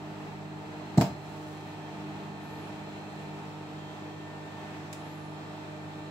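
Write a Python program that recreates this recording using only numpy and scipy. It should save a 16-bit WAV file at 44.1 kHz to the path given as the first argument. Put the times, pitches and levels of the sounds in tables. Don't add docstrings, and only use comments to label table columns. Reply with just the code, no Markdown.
import sys
import numpy as np
from scipy import signal
from scipy.fft import rfft, irfft
from scipy.io import wavfile

SR = 44100
rng = np.random.default_rng(int(sys.argv[2]) if len(sys.argv) > 2 else 0)


def generate_wav(sig):
    pcm = np.round(np.clip(np.atleast_2d(sig).T, -1, 1) * 32767).astype(np.int16)
    wavfile.write(sys.argv[1], SR, pcm)


N = 269010
TIME = np.arange(N) / SR
BINS = np.maximum(np.fft.rfftfreq(N, 1 / SR), 1)

MAINS_HZ, BLADE_HZ = 49.965, 152.64
# multiple, level_db, left_minus_right_db, left_lead_rad
HUM_HARMONICS = [(1, -72.5, 8, -1), (2, -54, -6, 0.28), (3, -80, 6, 0.5), (5, -63.5, 0, -1.5),
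                 (6, -63.5, 9, -1.3), (8, -56.5, 3, -1.44), (14, -65, -1, -1.5), (16, -67, -6, -0.5),
                 (17, -64.5, 4, -0.3), (18, -62.5, 1, -1.5), (20, -64, -6, 1.3), (22, -64.5, -24, -0.6),
                 (24, -64.5, -19, 4), (26, -67, 15, 1), (30, -64, -0.5, -3), (36, -63, 3, 0.84),
                 (47, -66, -12, -3), (50, -70, -21, -1), (63.96, -65.6, -9, 2), (70.9, -73.5, 0, 1),
                 (73.9, -75.5, 3, 1), (79.2, -74, 0, 1.5), (86.6, -74, -4, 2), (104, -76, 8, 2.2),
                 (116, -79, 5, 1.5), (126, -76, 13, 2.5), (140, -80.5, 3, 0.5), (146, -84, 0, 2.5),
                 (153, -83, 2, 2), (163, -78.5, 4, 1)]
# pitch_hz, level_db
BUZZ_LEVELS = [(350, -74), (700, -65), (1250, -68.5), (2250, -86.5), (2750, -103), (3700, -79), (4300, -83),
               (4750, -86), (6000, -102.5), (7500, -79.5), (8250, -102), (8900, -101)]
DULL_ABOVE_HZ, DULL_DB_PER_OCTAVE, BRIGHTEN_S = 770, 3.5, 1.6
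DRONE_MULTIPLE, DRONE_PEAK_DB, DRONE_PEAK_S, DRONE_SLOPE_DB_PER_S = 4, -48.5, 1.9, 1.74
HAND_ON_S, HAND_OFF_S, HAND_EASE_S, HAND_DAMPS_DB = 1.05, 1.87, 0.06, 7
WHINE_MULTIPLE = 82
# time_s, level_db
WHINE_LEVELS = [(0, -72), (0.45, -71.7), (0.85, -62), (2.0, -67), (2.9, -64), (4.4, -70.5), (5.6, -65),
                (6.1, -66)]

# start_s, thud_db, contact_s, smack_db
SLAP_PUSHES = [(.9745, -20, .002, -6), (.9787, -4, .0046, 0), (.9844, -17, .0015, -13),
               (1.0024, -10, .0082, -9)]
# pitch_hz, level_db, fall_by_60_db_s
DOOR_MODES = [(86, -25, .35), (142, -4.6, .17), (158, -6.6, .15), (188, -9, .19), (261, 3, .03),
              (323, -8, .28), (377, -14, .11), (455, -9, .13), (604, -12, .15), (644, -4, .08),
              (703, 3.5, .04), (815, -4, .16), (906, -5, .15), (1115, -5, .09), (1394, -12, .08)]
# pitch_hz, density_db_per_hz
SMACK_COLOUR = [(30, -115), (300, -76), (1000, -59.5), (2200, -68), (3300, -77), (4200, -60.5), (5000, -71),
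                (5800, -70), (6500, -69), (7500, -65), (8800, -82), (16000, -81)]
# pitch_hz, density_db_per_hz
LATCH_COLOUR = [(30, -115), (300, -65), (1000, -55), (1400, -59.5), (2000, -63.5), (2800, -63.5),
                (3700, -68.5), (5000, -64), (6000, -71.5), (7400, -68), (9000, -80.5), (16000, -78)]
RATTLE_START_S, RATTLE_GAP_S, RATTLE_TOUCHES = 1.0103, 0.0042, 4
RATTLE_THUD_DB, RATTLE_CONTACT_S = -25, 0.0013
RATTLE_CLATTER_DB, RATTLE_LOSS_DB = 1, 3

# start_s, length_s, level_db
FINGER_STROKES = [(1.07, 0.76, 1), (3.07, 0.22, -3)]
# pitch_hz, density_db_per_hz
SKIN_COLOUR = [(1500, -112), (4000, -104), (7500, -103), (9500, -110), (16000, -112)]

# time_s, pitch_hz
SQUEAL_CURVES = [
    [(2.415, 11061), (2.433, 11386), (2.487, 11225), (2.577, 11803), (2.71, 10148)],
    [(4.945, 10551), (4.959, 10804), (5.117, 11458), (5.325, 10739), (5.36, 10427)],
]
SQUEAL_HZ, SQUEAL_DB, SQUEAL_DB_PER_HZ, SQUEAL_FADE_S = 11260, -73, 0.0042, 0.025
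# start_s, level_db
POP_BURSTS = [(4.928, 5), (4.9315, 1)]
# pitch_hz, density_db_per_hz
POP_COLOUR = [(100, -125), (800, -92), (2000, -75), (2700, -82), (3300, -79), (4000, -83), (4800, -80),
              (5800, -80.5), (7500, -80), (9500, -88), (16000, -93)]

# multiple, level_db, left_minus_right_db, left_lead_rad
BLADE_TONES = [(1, -47.5, -2, -0.31), (2, -49, 0, -0.019), (3, -60.5, 9, -0.44), (4, -59, -7.5, -0.2),
               (5, -63.5, 7, -1.95), (6, -63, -6, -.9)]
# pitch_hz, level_db
MOTOR_TONES = [(107.5, -70), (339, -65), (377, -84), (388, -64.5), (509, -71.5)]
# pitch_hz, density_db_per_hz
AIR_COLOUR = [(25, -101), (52, -101), (74, -79.5), (120, -80.5), (160, -76), (450, -77), (900, -80),
              (1020, -84.5), (2000, -90), (4400, -97.5), (4900, -102), (8200, -104), (9200, -115),
              (16000, -116)]
# pitch_hz, width_hz, change_db
CASE_PEAKS = [(160, 38, 3.5), (337, 130, 1), (543, 71, -9.5), (610, 71, 3), (765, 162, 4), (890, 62, 4.5),
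              (1260, 100, 2), (2580, 225, 4), (4050, 250, 1), (7400, 1700, -3)]
# pitch_hz, side_minus_mid_db
STEREO_WIDTH = [(30, -3), (80, -16), (220, -22), (350, -15), (460, -12), (535, 0), (620, -9.5), (900, -6.5),
                (1200, -2), (2000, 0.5), (5000, -0.5), (16000, 0.5)]
# pitch_hz, fall_by_60_db_s
KITCHEN_DECAY = [(80, .5), (200, .55), (400, .45), (800, .42), (2500, .3), (8000, .28), (16000, .22)]
CUTOFF_HZ = 15800


def transformer():
    phase = 2 * np.pi * MAINS_HZ * TIME + .004 * drift(0.38)
    return door_drone(phase) + whine(phase) + hum(phase) + buzz(phase)


def door_drone(phase):
    hand_on = np.tanh((TIME - HAND_ON_S) / HAND_EASE_S)
    hand_off = np.tanh((TIME - HAND_OFF_S) / HAND_EASE_S)
    hand = (hand_on - hand_off) / 2
    level_db = DRONE_PEAK_DB - DRONE_SLOPE_DB_PER_S * np.abs(TIME - DRONE_PEAK_S)
    level_db = level_db - HAND_DAMPS_DB * hand + drift(2.1)
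    return tone(DRONE_MULTIPLE * phase, level_db, -2.0, -0.43)


def whine(phase, jitter_rad=0.42, trim_db=-4):
    level_db = trim_db + in_time(WHINE_LEVELS)[0] + 1.5 * drift(3.1)
    return tone(WHINE_MULTIPLE * phase + jitter_rad * drift(13), level_db, 6.6, 0.89)


def hum(phase, waver_db=2.5, jitter_rad=0.42):
    out = np.zeros((2, N))
    for multiple, db, pan_db, lead in HUM_HARMONICS:
        k = round(multiple)
        waver = waver_db * min(k / 16, 1) * drift(1.85)
        jitter = jitter_rad * min(k / 80, 1) * drift(9.6)
        start = rng.uniform(0, 2 * np.pi)
        out += tone(k * phase + jitter + start, db + dullness_db(k * MAINS_HZ) + waver, pan_db, lead)
    return out


def dullness_db(hz):
    return -DULL_DB_PER_OCTAVE * max(np.log2(hz / DULL_ABOVE_HZ), 0) * np.exp(-TIME / BRIGHTEN_S)


def buzz(phase, scatter_db=4.5, start_boost_db=1.0):
    strong = [round(row[0]) for row in HUM_HARMONICS] + [WHINE_MULTIPLE]
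    orders = np.setdiff1d(np.arange(7, 180), strong)
    cycle = np.linspace(0, 2 * np.pi, 2048)
    place = np.pi * TIME / TIME[-1] + 0.27 * drift(0.77)
    boost = from_db(start_boost_db * np.exp(-TIME / BRIGHTEN_S))
    out = np.zeros((2, N))
    for share in (np.cos(place), np.sin(place)):
        for ear in range(2):
            scatter = scatter_db * rng.uniform(-1, 1, len(orders))
            gains = from_db(at_hz(BUZZ_LEVELS, orders * MAINS_HZ) + scatter)
            starts = rng.uniform(0, 2 * np.pi, (len(orders), 1))
            wave = gains @ np.sin(np.outer(orders, cycle) + starts)
            out[ear] += share * boost * np.interp(phase % (2 * np.pi), cycle, wave)
    return out


def door(burst_t60=.03):
    rattle = []
    for k in range(RATTLE_TOUCHES):
        start = RATTLE_START_S + RATTLE_GAP_S * (k + rng.uniform(-0.16, 0.14))
        clatter_db = RATTLE_CLATTER_DB - RATTLE_LOSS_DB * k
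        rattle.append((start, RATTLE_THUD_DB, RATTLE_CONTACT_S, clatter_db))
    thud = door_thud(SLAP_PUSHES + rattle)
    smacks = [(s, db) for s, _, _, db in SLAP_PUSHES]
    touches = [(s, db) for s, _, _, db in rattle]
    smack = colour(bursts(smacks, burst_t60), at_hz(SMACK_COLOUR, BINS))
    clatter = colour(bursts(touches, burst_t60), at_hz(LATCH_COLOUR, BINS))
    return kitchen(thud * from_db([[-.5], [.5]]), wet_db=-10.0) + kitchen(smack + clatter, wet_db=-4.0)


def door_thud(pushes, trim_db=-0.2):
    force = np.zeros(N)
    for s, db, contact, _ in pushes:
        push = np.sin(np.pi * np.clip((TIME - s) / contact, 0, 1)) ** 2
        force -= from_db(db) * push / push.sum()
    thud = np.zeros((2, N))
    for hz, db, t60 in DOOR_MODES:
        r, w = from_db(-60 / (t60 * SR)), 2 * np.pi * hz / SR
        velocity = signal.lfilter([.5, 0, -.5], [1, -2 * r * np.cos(w), r * r], force + 1e-18)
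        ear_db = rng.normal(0, 3.6, (2, 1)) * hz / 1000
        thud += velocity * from_db(trim_db + db + ear_db)
    for bass_cut_hz in (70, 85):
        thud = signal.sosfilt(signal.butter(2, bass_cut_hz, "high", fs=SR, output="sos"), thud)
    return thud


def fingers():
    speed = 0
    for s, length, db in FINGER_STROKES:
        speed = speed + from_db(db) * np.sin(np.pi * np.clip((TIME - s) / length, 0, 1))
    hiss = colour(rng.standard_normal((2, N)), at_hz(SKIN_COLOUR, BINS))
    return hiss * speed * from_db(1.2 * drift(25))


def food(quiver=0.0022, pop_t60=0.032):
    squeal = 0
    for rows in SQUEAL_CURVES:
        hz, = in_time(rows)
        phase = 2 * np.pi * np.cumsum(hz * (1 + quiver * drift(55))) / SR
        inside = np.minimum(TIME - rows[0][0], rows[-1][0] - TIME)
        opening = np.clip(inside / SQUEAL_FADE_S + .5, 0, 1)
        level_db = SQUEAL_DB + SQUEAL_DB_PER_HZ * (hz - SQUEAL_HZ) + 1.5 * drift(25)
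        squeal = squeal + opening * tone(phase, level_db, 0, 1)
    pop = colour(bursts(POP_BURSTS, pop_t60), at_hz(POP_COLOUR, BINS))
    return kitchen(squeal, wet_db=-9) + kitchen(pop, wet_db=-5)


def fan(waver_db=1.85, wobble_rad=0.085):
    phase = 2 * np.pi * BLADE_HZ * TIME + wobble_rad * drift(1.5)
    out = np.zeros((2, N))
    for k, db, pan_db, lead in BLADE_TONES:
        waver = waver_db * np.sqrt(k / 2) * drift(4.2)
        out += tone(round(k) * phase + rng.uniform(0, 2 * np.pi), db + waver, pan_db, lead)
    for hz, db in MOTOR_TONES:
        motor_phase = 2 * np.pi * hz * TIME + 0.32 * drift(0.86)
        out += tone(motor_phase, db + waver_db * drift(2.8), 0, rng.normal(0, 0.34))
    return out


def air(flutter_db=0.94):
    mid, diffuse = rng.standard_normal((2, N))
    echoes = rng.standard_normal(SR // 200)
    mirror = signal.fftconvolve(mid, echoes / np.linalg.norm(echoes))[:N]
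    share = .3 * np.minimum(BINS / 1500, 1)
    side = irfft(np.sqrt(share) * rfft(mirror) + np.sqrt(1 - share) * rfft(diffuse), N)
    density = at_hz(AIR_COLOUR, BINS)
    for hz, width, db in CASE_PEAKS:
        density = density + db * np.exp(-2 * ((BINS - hz) / width) ** 2)
    out = colour(mid, density) + colour(side, density + at_hz(STEREO_WIDTH, BINS)) * [[1], [-1]]
    return out * from_db(flutter_db * drift(2.34)) * from_db([[-.4], [.4]])


def kitchen(x, wet_db, delay=0.005):
    t, response = TIME[:SR], 0
    edges = np.geomspace(45, 17000, 10)
    for low, high in zip(edges, edges[1:]):
        hz = np.sqrt(low * high)
        band_filter = signal.butter(2, [low, high], "band", fs=SR, output="sos")
        mid, side = signal.sosfilt(band_filter, rng.standard_normal((2, SR)))
        width, t60 = from_db(at_hz(STEREO_WIDTH, hz)), at_hz(KITCHEN_DECAY, hz)
        fade = from_db(-60 * t / t60) * np.clip(t / delay - 1, 0, 1)
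        band = (mid + width * side * [[1], [-1]]) * fade
        energy = np.mean(np.sum(band ** 2, axis=1))
        response = response + band * np.sqrt(2 * (high - low) / SR / energy)
    return x + from_db(wet_db) * signal.fftconvolve(x, response, axes=1)[:, :N]


def bursts(hits, t60, rise=0.00053):
    power = 0
    for s, db in hits:
        age = np.clip(TIME - s, 0, 1)
        power = power + (from_db(db - 60 * age / t60) * (1 - np.exp(-age / rise))) ** 2
    return np.sqrt(power) * rng.standard_normal((2, N))


def tone(phase, db, pan_db, lead):
    side = np.array([[.5], [-.5]])
    balance = from_db(pan_db * side)
    even_power = np.sqrt(2 / np.mean(balance ** 2))
    return even_power * balance * from_db(db) * np.sin(phase + lead * side)


def colour(x, db_per_hz):
    return irfft(rfft(x) * from_db(db_per_hz) * np.sqrt(SR / 2), N)


def drift(rate):
    step = 100
    count = N // step + 2
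    r = np.exp(-2 * np.pi * rate * step / SR)
    slow = signal.lfilter([1], [1, -2 * r, r * r], rng.standard_normal(2 * count))[count:]
    return np.interp(np.arange(N) / step, np.arange(len(slow)), (slow - slow.mean()) / slow.std())


def from_db(db):
    return 10 ** (np.asarray(db) / 20)


def at_hz(points, hz):
    f, value = np.transpose(points)
    return np.interp(np.log(hz), np.log(f), value)


def in_time(rows):
    s, *columns = np.transpose(rows)
    return [np.interp(TIME, s, c) for c in columns]


def scene():
    return transformer() + door() + fingers() + food() + fan() + air()


def record(dry):
    return signal.sosfilt(signal.ellip(12, .1, 80, CUTOFF_HZ, fs=SR, output="sos"), dry)


dry = scene()
out = record(dry)
generate_wav(out)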